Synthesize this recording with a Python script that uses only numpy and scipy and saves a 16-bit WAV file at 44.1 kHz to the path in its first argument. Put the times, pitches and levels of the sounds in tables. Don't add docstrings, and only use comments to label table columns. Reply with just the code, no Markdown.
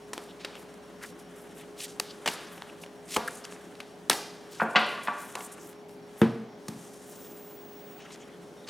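import sys
import numpy as np
from scipy import signal
from scipy.io import wavfile
from scipy.ndimage import uniform_filter1d

SR = 44100
rng = np.random.default_rng(int(sys.argv[2]) if len(sys.argv) > 2 else 0)


def boost(x):
    u = np.asarray(x, float) / 20
    return 10 ** u


def unload_audio(sound):
    columns = np.transpose(np.atleast_2d(sound))
    steps = np.round(np.clip(columns, -1, 1) * 32767)
    wavfile.write(sys.argv[1], SR, steps.astype(np.int16))


N = 383229
TIME = np.arange(N) / SR


def rms_one(x):
    return x / np.sqrt(np.mean(x ** 2) + 1e-20)


def peak_one(x):
    return x / np.max(np.abs(x))


def band(x, low_hz, high_hz):
    sos = signal.butter(2, [low_hz, min(high_hz, .45 * SR)], "band", fs=SR, output="sos")
    return signal.sosfilt(sos, x)


def at_hz(points, hz, axis=1):
    table = np.array(points)
    return np.interp(np.log(hz), np.log(table[:, 0]), table[:, axis])


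def drift(rate):
    r = np.exp(-80 * np.pi * rate / SR)
    noise = rng.standard_normal(N // 40 + 2002)
    slow = signal.lfilter([1], [1, -2 * r, r * r], noise)[2000:]
    return np.interp(np.arange(N) / 40, np.arange(len(slow)), rms_one(slow))


def resonate(x, peaks):
    out = 0
    for k, (hz, width_hz, level_db) in enumerate(peaks):
        r = np.exp(-np.pi * width_hz / SR)
        a = [1, -2 * r * np.cos(2 * np.pi * hz / SR), r * r]
        out = out + (-1) ** k * boost(level_db) * signal.lfilter([(1 - r * r) / 2, 0, (r * r - 1) / 2], a, x)
    return out


def ring(x, modes, longest_s):
    out = 0
    for hz, level_db, t60 in modes:
        r = boost(-60 / (min(t60, longest_s) * SR))
        w = 2 * np.pi * hz / SR
        out = out + boost(level_db) * signal.lfilter([0, np.sin(w)], [1, -2 * r * np.cos(w), r * r], x)
    return out


def contact(noise, ms):
    t = np.arange(len(noise)) / SR
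    return noise * np.minimum(t / 0.0011, 1) * np.exp(-t / (max(ms, .3) / 2000))


def stick_slip_grains():
    slips = rng.random(N) < 12000 * boost(3.0 * drift(40)) / SR
    size = boost(1.1 * np.minimum(rng.exponential(1, N), 4))
    return slips * size * np.sign(rng.random(N) - .5)


def add(track, s, sound):
    i = round(s * SR)
    track[i:i + len(sound)] += sound[:N - i]


# (frequency [Hz], level [dB per Hz])
AIR = [(15, -57), (25, -15.5), (80, -19), (263, -5), (363, -5.5), (416, -4.5), (489, -10), (575, -6.5),
       (1190, -20.5), (4610, -30.5), (5730, -31), (7310, -39.5), (11300, -43.5), (14800, -49), (16000, -34)]
# (frequency [Hz], left-right likeness [0-1])
LIKENESS = [(60, 0.17), (180, 0.76), (550, 0.88), (1650, 0.5), (4970, 0.86), (15000, 0.58)]
AIR_DB = -49.5


def room_air():
    out = 0
    edges = 25 * 2 ** np.arange(0, 9.6, .5)
    white = rng.standard_normal((2, 2, N))
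    for k, (low, high) in enumerate(zip(edges, edges[1:])):
        centre = np.sqrt(low * high)
        mid, side = band(white[k % 2], low, high)
        alike = np.clip(at_hz(LIKENESS, centre), 0, 1)
        gain = boost(at_hz(AIR, centre) + 0.89 * drift(2.6))
        out = out + gain * (np.sqrt(1 + alike) * mid + np.sqrt(1 - alike) * side * [[1], [-1]])
    return boost(AIR_DB - 1.0) * rms_one(out)


# (frequency [Hz], level [dB rms])
HUM = [(263.8, -63), (414.5, -53), (576.0, -64.5), (839.8, -72), (888.2, -91)]
WAVER_DB, WAVER_HZ = 1.2, 0.83


def appliance():
    out = boost(-58) * rms_one(resonate(rng.standard_normal(N), [(178.2, 23.4, 0)]))
    for hz, level_db in HUM:
        level = np.sqrt(2) * boost(level_db + WAVER_DB * drift(1.6))
        phase = 2 * np.pi * np.cumsum(hz + WAVER_HZ * drift(3.95)) / SR
        out += level * np.sin(phase)
    return out


# (time [s], level [dB peak])
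MAINS = [(0, -63), (3.0, -68), (4.0, -73), (8.69, -72)]
MAINS_HZ = 59.7


def mains_pickup():
    return boost(np.interp(TIME, *np.transpose(MAINS))) * np.sin(2 * np.pi * MAINS_HZ * TIME)


# (time [s], pressure [dB], gliding speed as brightness [dB])
HANDLING = [(0, -61.5, -4), (1.1, -59, -8), (2.08, -60, -3), (2.4, -49, -8), (2.9, -62.5, -5),
            (3.45, -54, -6.5), (3.9, -63, -3.5), (4.48, -57, -9), (5.4, -54, -4), (5.7, -59, -6),
            (5.9, -75, -10), (6.2, -56, -1.5), (6.5, -63, -16.5), (6.75, -64, 7.5), (7.2, -59.5, 3),
            (7.6, -66, 0), (8.11, -58, -9), (8.69, -67, 0.5)]
# (frequency [Hz], width [Hz], level [dB])
CARD = [(1700, 1300, 4.5), (3140, 1270, 8.5), (3970, 1490, 5)]
# (frequency [Hz], width [Hz], level [dB])
EDGE = [(5370, 5050, 3.5), (10840, 4200, 0.5), (12800, 1170, -0.5)]
SCRAPE_DB, SCRAPE_FOLLOWS = -8.5, 0.22


def handling():
    s, pressure_db, bright_db = np.transpose(HANDLING)
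    pressure_db, bright_db = np.interp(TIME, s, pressure_db), np.interp(TIME, s, bright_db)
    grains = stick_slip_grains()
    drag = rms_one(band(grains, 960, 1995))
    scrape = rms_one(band(resonate(grains, CARD), 2000, 11000))
    swish = rms_one(band(resonate(grains, EDGE), 5000, 16300))
    out = boost(pressure_db) * drag
    out += boost(pressure_db + SCRAPE_DB + SCRAPE_FOLLOWS * bright_db) * scrape
    return out + boost(pressure_db + bright_db) * swish


# (start [s], steps [count])
HUNTS = [(.013, 12), (2.55, 4), (3.48, 4), (4.435, 1), (5.09, 2), (5.482, 7), (6.485, 2), (6.962, 3),
         (7.43, 2), (7.75, 2), (8.08, 2), (8.425, 2)]
# (start [s], up to speed [s], stop [s], frequency [Hz], level [dB])
TRAVEL = [
    (7.115, 7.21, 7.57, 15396, -52),
    (7.555, 7.59, 7.99, 15628, -53.5),
]
STEP_S, FOCUS_ON_S = .1345, .066
FOCUS_HZ, FOCUS_DB, OVERTONE_DB = 5561, -68.0, -11.0
SPIN_UP_HZ_PER_S, CUT_S, COAST_S = 700, .015, .11


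def focus_motor():
    steps = np.array([s + STEP_S * k for s, count in HUNTS for k in range(count)])
    since = TIME - steps[np.maximum(np.searchsorted(steps, TIME) - 1, 0)]
    gate = uniform_filter1d(((since > 0) & (since < FOCUS_ON_S)) * 1., size=200)
    w = 2 * np.pi * FOCUS_HZ * TIME
    out = gate * boost(FOCUS_DB) * (np.sin(w) + boost(OVERTONE_DB) * np.sin(2 * w))
    for start, full, stop, hz, level_db in TRAVEL:
        corners = [start, (start + full) / 2, full, stop, stop + CUT_S, stop + COAST_S]
        shape_db = np.interp(TIME, corners, [-23, -3, 0, 0, -20, -41], left=-200, right=-200)
        pitch = hz - SPIN_UP_HZ_PER_S * np.clip(full - TIME, 0, full - start)
        out += np.sqrt(2) * boost(level_db + shape_db) * np.sin(2 * np.pi * np.cumsum(pitch) / SR)
    return out


# (time [s], peak [dB], relative body [dB], relative edge [dB], contact [ms])
SNAPS = [(.132, -23.5, -12.5, -10.5, 8.5), (.178, -23.5, -12.5, -15, 2), (0.4466, -17.5, -24, -36, 8.2),
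         (1.998, -11.5, -25, -10.5, 3.3), (2.259, -15, -14, -24, 12.4), (2.2751, -9.5, -22, -23.5, 10),
         (2.2854, -15.5, -19, -20, 4), (2.6205, -23, -17, -32, 1.4), (2.836, -33.5, -14.5, -32, 8.7),
         (3.1628, -13.5, -12, -15, 10.6), (3.167, -19, -7.5, -18, 1.7), (3.4506, -26, -33, -16, 2.8),
         (3.802, -21, -28, -53, 7.9), (4.0975, -7.5, -24, -2.5, 1.6), (4.1, -7, -13, -9, 1.1),
         (4.1296, -18, -20.5, -15, 8.6), (5.3528, -22, -13.5, -12.5, 5), (6.2152, -20, -3.5, -20, 5),
         (6.6822, -27, -14.5, -8.5, 6.2)]
# (time [s], peak [dB], relative body [dB],
# relative edge [dB])
TICKS = [(0.1394, -41, -19, -18), (0.553, -31.5, -16.5, -21), (.626, -47, -11, -11), (0.7396, -53, -10, -3),
         (2.4068, -45.5, -7, -6), (2.578, -37, -9.5, -17), (2.8612, -35, -16, -29), (3.2007, -51, -7, -18),
         (3.444, -42, -7, -12), (3.5223, -33, -10, -21), (3.5627, -46, -2, -29), (3.724, -50, -8, -20),
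         (3.752, -35.5, -23, -28), (5.406, -29, -14, -25), (5.728, -47, -12, -10.5), (5.893, -44, -10, -11),
         (6.7344, -41, -16, -18), (8.158, -37, -25, -19)]
TICK_MS = 4.6
FREE_WALLS_DB, REBOUND_WALLS_DB = -2, -3.5
REBOUND_S = (.008, .06)
CUPPED_DB, CUPPED_S = -6, (1.9, 2.1)


def snaps():
    contacts = sorted([tuple(row) for row in SNAPS] + [(*row, TICK_MS) for row in TICKS])
    gaps = np.diff([0] + [row[0] for row in contacts])
    out = np.zeros((2, N))
    noise = rng.standard_normal((len(contacts), 2000))
    click = np.eye(1, 2000)[0] + 1e-18
    for (s, peak_db, body_db, edge_db, ms), gap, grit in zip(contacts, gaps, noise):
        wet_db = REBOUND_WALLS_DB if REBOUND_S[0] < gap < REBOUND_S[1] else FREE_WALLS_DB
        wet_db += CUPPED_DB * (CUPPED_S[0] < s < CUPPED_S[1])
        force = contact(grit, ms)
        layers = [(body_db + 16.5, band(force, 294, 1450), band(click, 336, 1250)),
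                  (0, resonate(force, CARD), -band(click, 1100, 5000)),
                  (edge_db + 12, resonate(force, EDGE), band(click, 5000, 13000))]
        for level_db, rough, smooth in layers:
            sound = boost(peak_db - 4.5 + level_db) * peak_one(rough)
            add(out[0], s, sound)
            add(out[1], s, boost(wet_db) * rms_one(smooth) * np.std(sound))
    return out


# (frequency [Hz], t60 [s], level [dB])
ROOM = [(150, 0.51, -17.5), (500, 0.55, -18), (1320, 0.65, -25.5), (3670, 0.75, -20.5), (6000, 0.84, -33.5),
        (10000, 0.28, -21.5)]


def room(x):
    t, tail = np.arange(int(.7 * SR)) / SR, 0
    white = rng.standard_normal((2, 2, len(t)))
    for k, hz in enumerate(130 * 2. ** np.arange(7.5)):
        decay = boost(at_hz(ROOM, hz, axis=2) - 60 * t / at_hz(ROOM, hz))
        tail = tail + decay * band(white[k % 2], hz / np.sqrt(2), hz * np.sqrt(2))
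    mid, side = tail * np.clip((t - .003) / 0.0032, 0, 1) * boost(-15)
    return np.array([signal.fftconvolve(x, mid + sign * 0.1 * side)[:N] for sign in (1, -1)])


# (start [s], length [s], level [dB], centre [Hz], width [octaves])
DRAWS = [(.27, 0.053, -53.5, 3340, 0.5), (.5, 0.089, -51, 2690, .76), (1.005, 0.055, -41.5, 1560, .9),
         (1.54, 0.086, -53.5, 9300, .84), (1.56, 0.083, -52.5, 2570, .93), (1.765, 0.105, -40, 3400, 1.6),
         (1.775, 0.09, -42, 8250, 0.73), (1.775, .09, -51, 12200, 0.63), (2.688, .015, -50, 2600, 0.25),
         (2.83, .015, -44.5, 2580, 0.26), (2.04, 0.089, -49.5, 3970, 0.69),
         (2.44, 0.051, -52.5, 5000, 0.74), (2.79, 0.065, -51.5, 6000, 2), (3.035, 0.16, -53, 8360, .6),
         (3.075, 0.097, -37.5, 4100, 2.45), (3.23, 0.19, -48, 8200, 0.83),
         (3.274, 0.014, -29.5, 1520, 0.41), (5.36, .125, -47, 8900, 0.8), (5.58, .155, -55, 9800, 1.1),
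         (7.04, .104, -55, 10000, 1.2), (8.18, 0.062, -57.5, 6500, 0.36), (8.195, 0.044, -56, 2640, .7),
         (8.098, 0.058, -49.5, 4300, 1.6), (8.668, .028, -43.5, 2170, 2.4), (1.783, .028, -48, 3200, .3),
         (1.81, .042, -45, 3200, .5), (1.818, .035, -46, 8300, .3), (3.11, .05, -46, 3500, .4),
         (4.575, .075, -57, 9500, .9), (5.425, .05, -48, 8300, .3), (5.36, .115, -61, 13500, .4),
         (5.6, .13, -66, 13500, .4), (5.27, .08, -54, 8500, .9), (8.205, .04, -57, 3250, .2),
         (8.56, .09, -65, 3600, .1), (8.64, .012, -55, 3650, .15), (8.215, .014, -55, 2100, .5),
         (8.12, .03, -55, 7000, .3)]
# (start [s], length [s], level [dB], centre [Hz], width
FLICKS = [(.19, .12, -61, 8000, 1.1), (.39, 0.078, -51, 2960, 1.6), (.56, 0.1, -57, 9000, 1.01),
          (1.01, 0.12, -50.5, 5370, 2.1), (1.175, .07, -58.5, 6900, 1.7), (1.355, 0.054, -56, 9500, .8),
          (1.39, 0.1, -63.5, 10100, 0.71), (1.82, 0.16, -50, 5000, 1.7), (2.28, 0.094, -42.5, 7500, 1.3),
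          (2.51, .09, -58, 11000, .61), (3.165, 0.043, -57, 1200, 1.7), (3.438, 0.021, -42.5, 5250, 0.49),
          (3.508, 0.057, -51.5, 6900, 1.01), (4.495, 0.18, -50.5, 4380, 1.8),
          (4.605, 0.047, -57, 9650, 0.9), (5.02, 0.069, -50.5, 8460, 1.1), (5.165, .16, -53.5, 8000, 1.3),
          (5.514, 0.04, -47, 8700, .66), (5.88, 0.12, -63.5, 9000, 1.1), (6.175, 0.08, -50.5, 11350, 0.51),
          (7.975, 0.13, -56, 2300, 1.3), (7.99, 0.13, -59.5, 6000, 0.42), (8.06, 0.014, -49, 1900, 0.4),
          (3.276, 0.011, -41.5, 6500, 2.1), (4.507, .06, -57, 12000, .8), (4.688, .085, -56, 7500, 1.0),
          (4.775, .09, -55, 8800, .8), (4.85, .17, -55, 8500, .85), (5.18, .15, -60, 13800, .3),
          (5.19, .14, -55, 9500, .5), (5.585, .1, -57, 6500, .6), (5.13, .1, -57, 7500, .7),
          (7.99, .12, -56, 2850, .22), (8.043, .04, -54, 1400, .3), (8.1, .025, -53, 1900, 1.4),
          (8.288, .018, -55, 2100, .3), (8.29, .12, -65, 3250, .2), (4.0978, .0022, -13, 5800, .45),
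          (4.102, .035, -27, 1700, 2.0), (1.9988, .005, -23, 720, .6)]
DRAW_RISE, FLICK_RISE = 0.73, 0.21


def strokes():
    out, grains = np.zeros(N), stick_slip_grains()
    crackle = boost(2.1 * drift(120))
    for table, rise in [(DRAWS, DRAW_RISE), (FLICKS, FLICK_RISE)]:
        for k, (start, length, level_db, hz, octaves) in enumerate(table):
            own = round(start * SR + 5003 * k) % (N - SR)
            grit = grains[own:own + min(round(length * SR), N - round(start * SR))]
            swell = np.interp(np.arange(len(grit)) / SR, [0, rise * length, length], [0, 1, 0]) ** 0.79
            half = 2 ** (octaves / 2)
            rub = rms_one(band(grit, hz / half, hz * half))
            add(out, start, boost(level_db) * swell * crackle[own:own + len(grit)] * rub)
    return out


# (time [s], peak [dB], lowest [Hz], hardness [Hz], shudder [ms])
THUMPS = [(2.277, -39, 150, 690, 60.0), (3.168, -31, 112, 700, 50), (4.1031, -30.5, 166, 700, 52),
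          (4.6194, -26, 169, 600, 76), (4.759, -25.5, 150, 700, 230), (5.081, -33, 178, 610, 107),
          (6.2168, -6, 119.5, 1590, 61), (6.686, -28.5, 100, 291, 160), (6.2258, -14, 150, 1500, 20),
          (3.166, -41, 45, 110, 20), (4.1, -47, 35, 110, 20)]
# (frequency [Hz], level [dB], t60 [s])
TABLE = [(123.7, -7.5, 0.31), (142, -20, .2), (180, -16, 0.3), (201.3, -20, 0.15), (225.4, 1.5, 0.21),
         (258, -10, .14), (275, 5, 0.05), (350.3, 1.5, 0.11), (460, 2, 0.11), (546, -10.5, 0.074),
         (697, -12.5, .12), (1000, -13, 0.07), (1305, -35, 0.11)]


def thumps():
    out, noise = np.zeros(N), rng.standard_normal((len(THUMPS), 20000))
    for (s, peak_db, low_hz, hard_hz, ms), grit in zip(THUMPS, noise):
        push = contact(1 + 0.17 * grit, ms=2.45)
        push = push + 0.23 * contact(grit, ms)
        soft = band(band(push, low_hz, hard_hz), low_hz * 1.31, 4400)
        thud = peak_one(ring(soft, TABLE, longest_s=.45)) + 0.5 * peak_one(soft)
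        add(out, s, -boost(peak_db) * peak_one(thud))
    return out


# (time [s], peak [dB], lowest [Hz], hardness [Hz], contact [ms])
KNOCKS = [(4.7615,-15,2260,5500,14), (4.5973,-19,1200,2300,24), (4.607,-25,1220,4570,2.8),
          (4.616,-12.5,746,1900,12), (4.7496,-17.5,500,2600,42), (4.757,-4.5,910,4930,27.5),
          (4.9756,-29,690,2520,17), (5.072,-22,890,4200,8), (5.0805,-17,800,2600,14),
          (5.353,-35,500,1700,8.8), (5.37,-29,705,1620,8.2), (5.3894,-34,705,1500,5.5),
          (4.7635,-9,900,3800,9), (4.787,-18,900,4500,12), (3.172,-23,500,1300,14)]
# (frequency [Hz], level [dB], t60 [s])
DECK = [(600, -5, .08), (732, -4, .1), (1049, -1, .1), (1147, 3, .2), (1427, 1, .12), (1589, -2, .08),
        (1750, -6, .08), (1925, -8, .08), (2080, -12, .08), (2370, -2, .09), (2630, -6, .07),
        (2972, -16, .05), (3350, -7, .045), (4400, -9, .05)]
DECK_RING_DB, DECK_STRIKE_MS = -5.5, 2.5


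def knocks():
    out, noise = np.zeros(N), rng.standard_normal((len(KNOCKS), 8000))
    click = np.eye(1, 8000)[0] + 1e-18
    for (s, peak_db, low_hz, hard_hz, ms), grit in zip(KNOCKS, noise):
        force = band(band(contact(grit, ms), low_hz, hard_hz), low_hz / 2, hard_hz * 0.62)
        add(out, s, boost(peak_db) * peak_one(force))
        blow = band(click, low_hz * .7, hard_hz * .9)
        clack = peak_one(ring(blow, DECK, longest_s=.25))
        add(out, s + DECK_STRIKE_MS / 1000, boost(peak_db + DECK_RING_DB) * clack)
    return out


SETTLE_DB, SETTLE_T60_S = -29, 1
SETTLE_SCRAPE_DB, HARD_HZ = -9, 5000
CHATTER_HZ = (1950, 5200)


def settling():
    kicks = np.zeros((2, N))
    for s, peak_db, low_hz, hard_hz, ms in KNOCKS:
        fine_share = boost(SETTLE_SCRAPE_DB) * (hard_hz / HARD_HZ) ** 2
        kicks[:, round((s + ms / 1000) * SR)] = boost(peak_db + SETTLE_DB) ** 2 * np.array([1, fine_share ** 2])
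    loss = boost(-60 / (SETTLE_T60_S * SR)) ** 2
    coarse, fine = np.sqrt(signal.lfilter([1], [1, -loss], kicks + 1e-18))
    grains = stick_slip_grains()
    shuffle = rms_one(band(ring(grains, DECK, longest_s=0.03), 510, 2500))
    chatter = rms_one(band(band(grains, *CHATTER_HZ), *CHATTER_HZ))
    return coarse * shuffle + fine * chatter


def scene():
    direct, scattered = snaps()
    clacks, thuds = knocks(), thumps()
    rubbing = (handling() + strokes() + settling()) * boost(.9 * drift(30))
    cards = direct + clacks + thuds + rubbing
    spacing = 0.17 * np.gradient(cards) * [[1], [-1]]
    walls = room(scattered + boost(1) * clacks + boost(-5) * thuds)
    close = cards * boost(np.array([[.4], [-.4]])) + spacing
    background = (room_air() + appliance()) * boost(np.array([[.3], [-.3]]))
    return close + walls + background + focus_motor() + mains_pickup()


def top_cut(x):
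    return signal.sosfilt(signal.butter(12, 16840, fs=SR, output="sos"), x)


def record(dry):
    thin = band(dry, 66, 16800)
    thin = signal.sosfilt(signal.butter(8, 16300, fs=SR, output="sos"), thin)
    return top_cut(np.clip(thin, -1, 1))


dry = scene()
out = record(dry)
unload_audio(out)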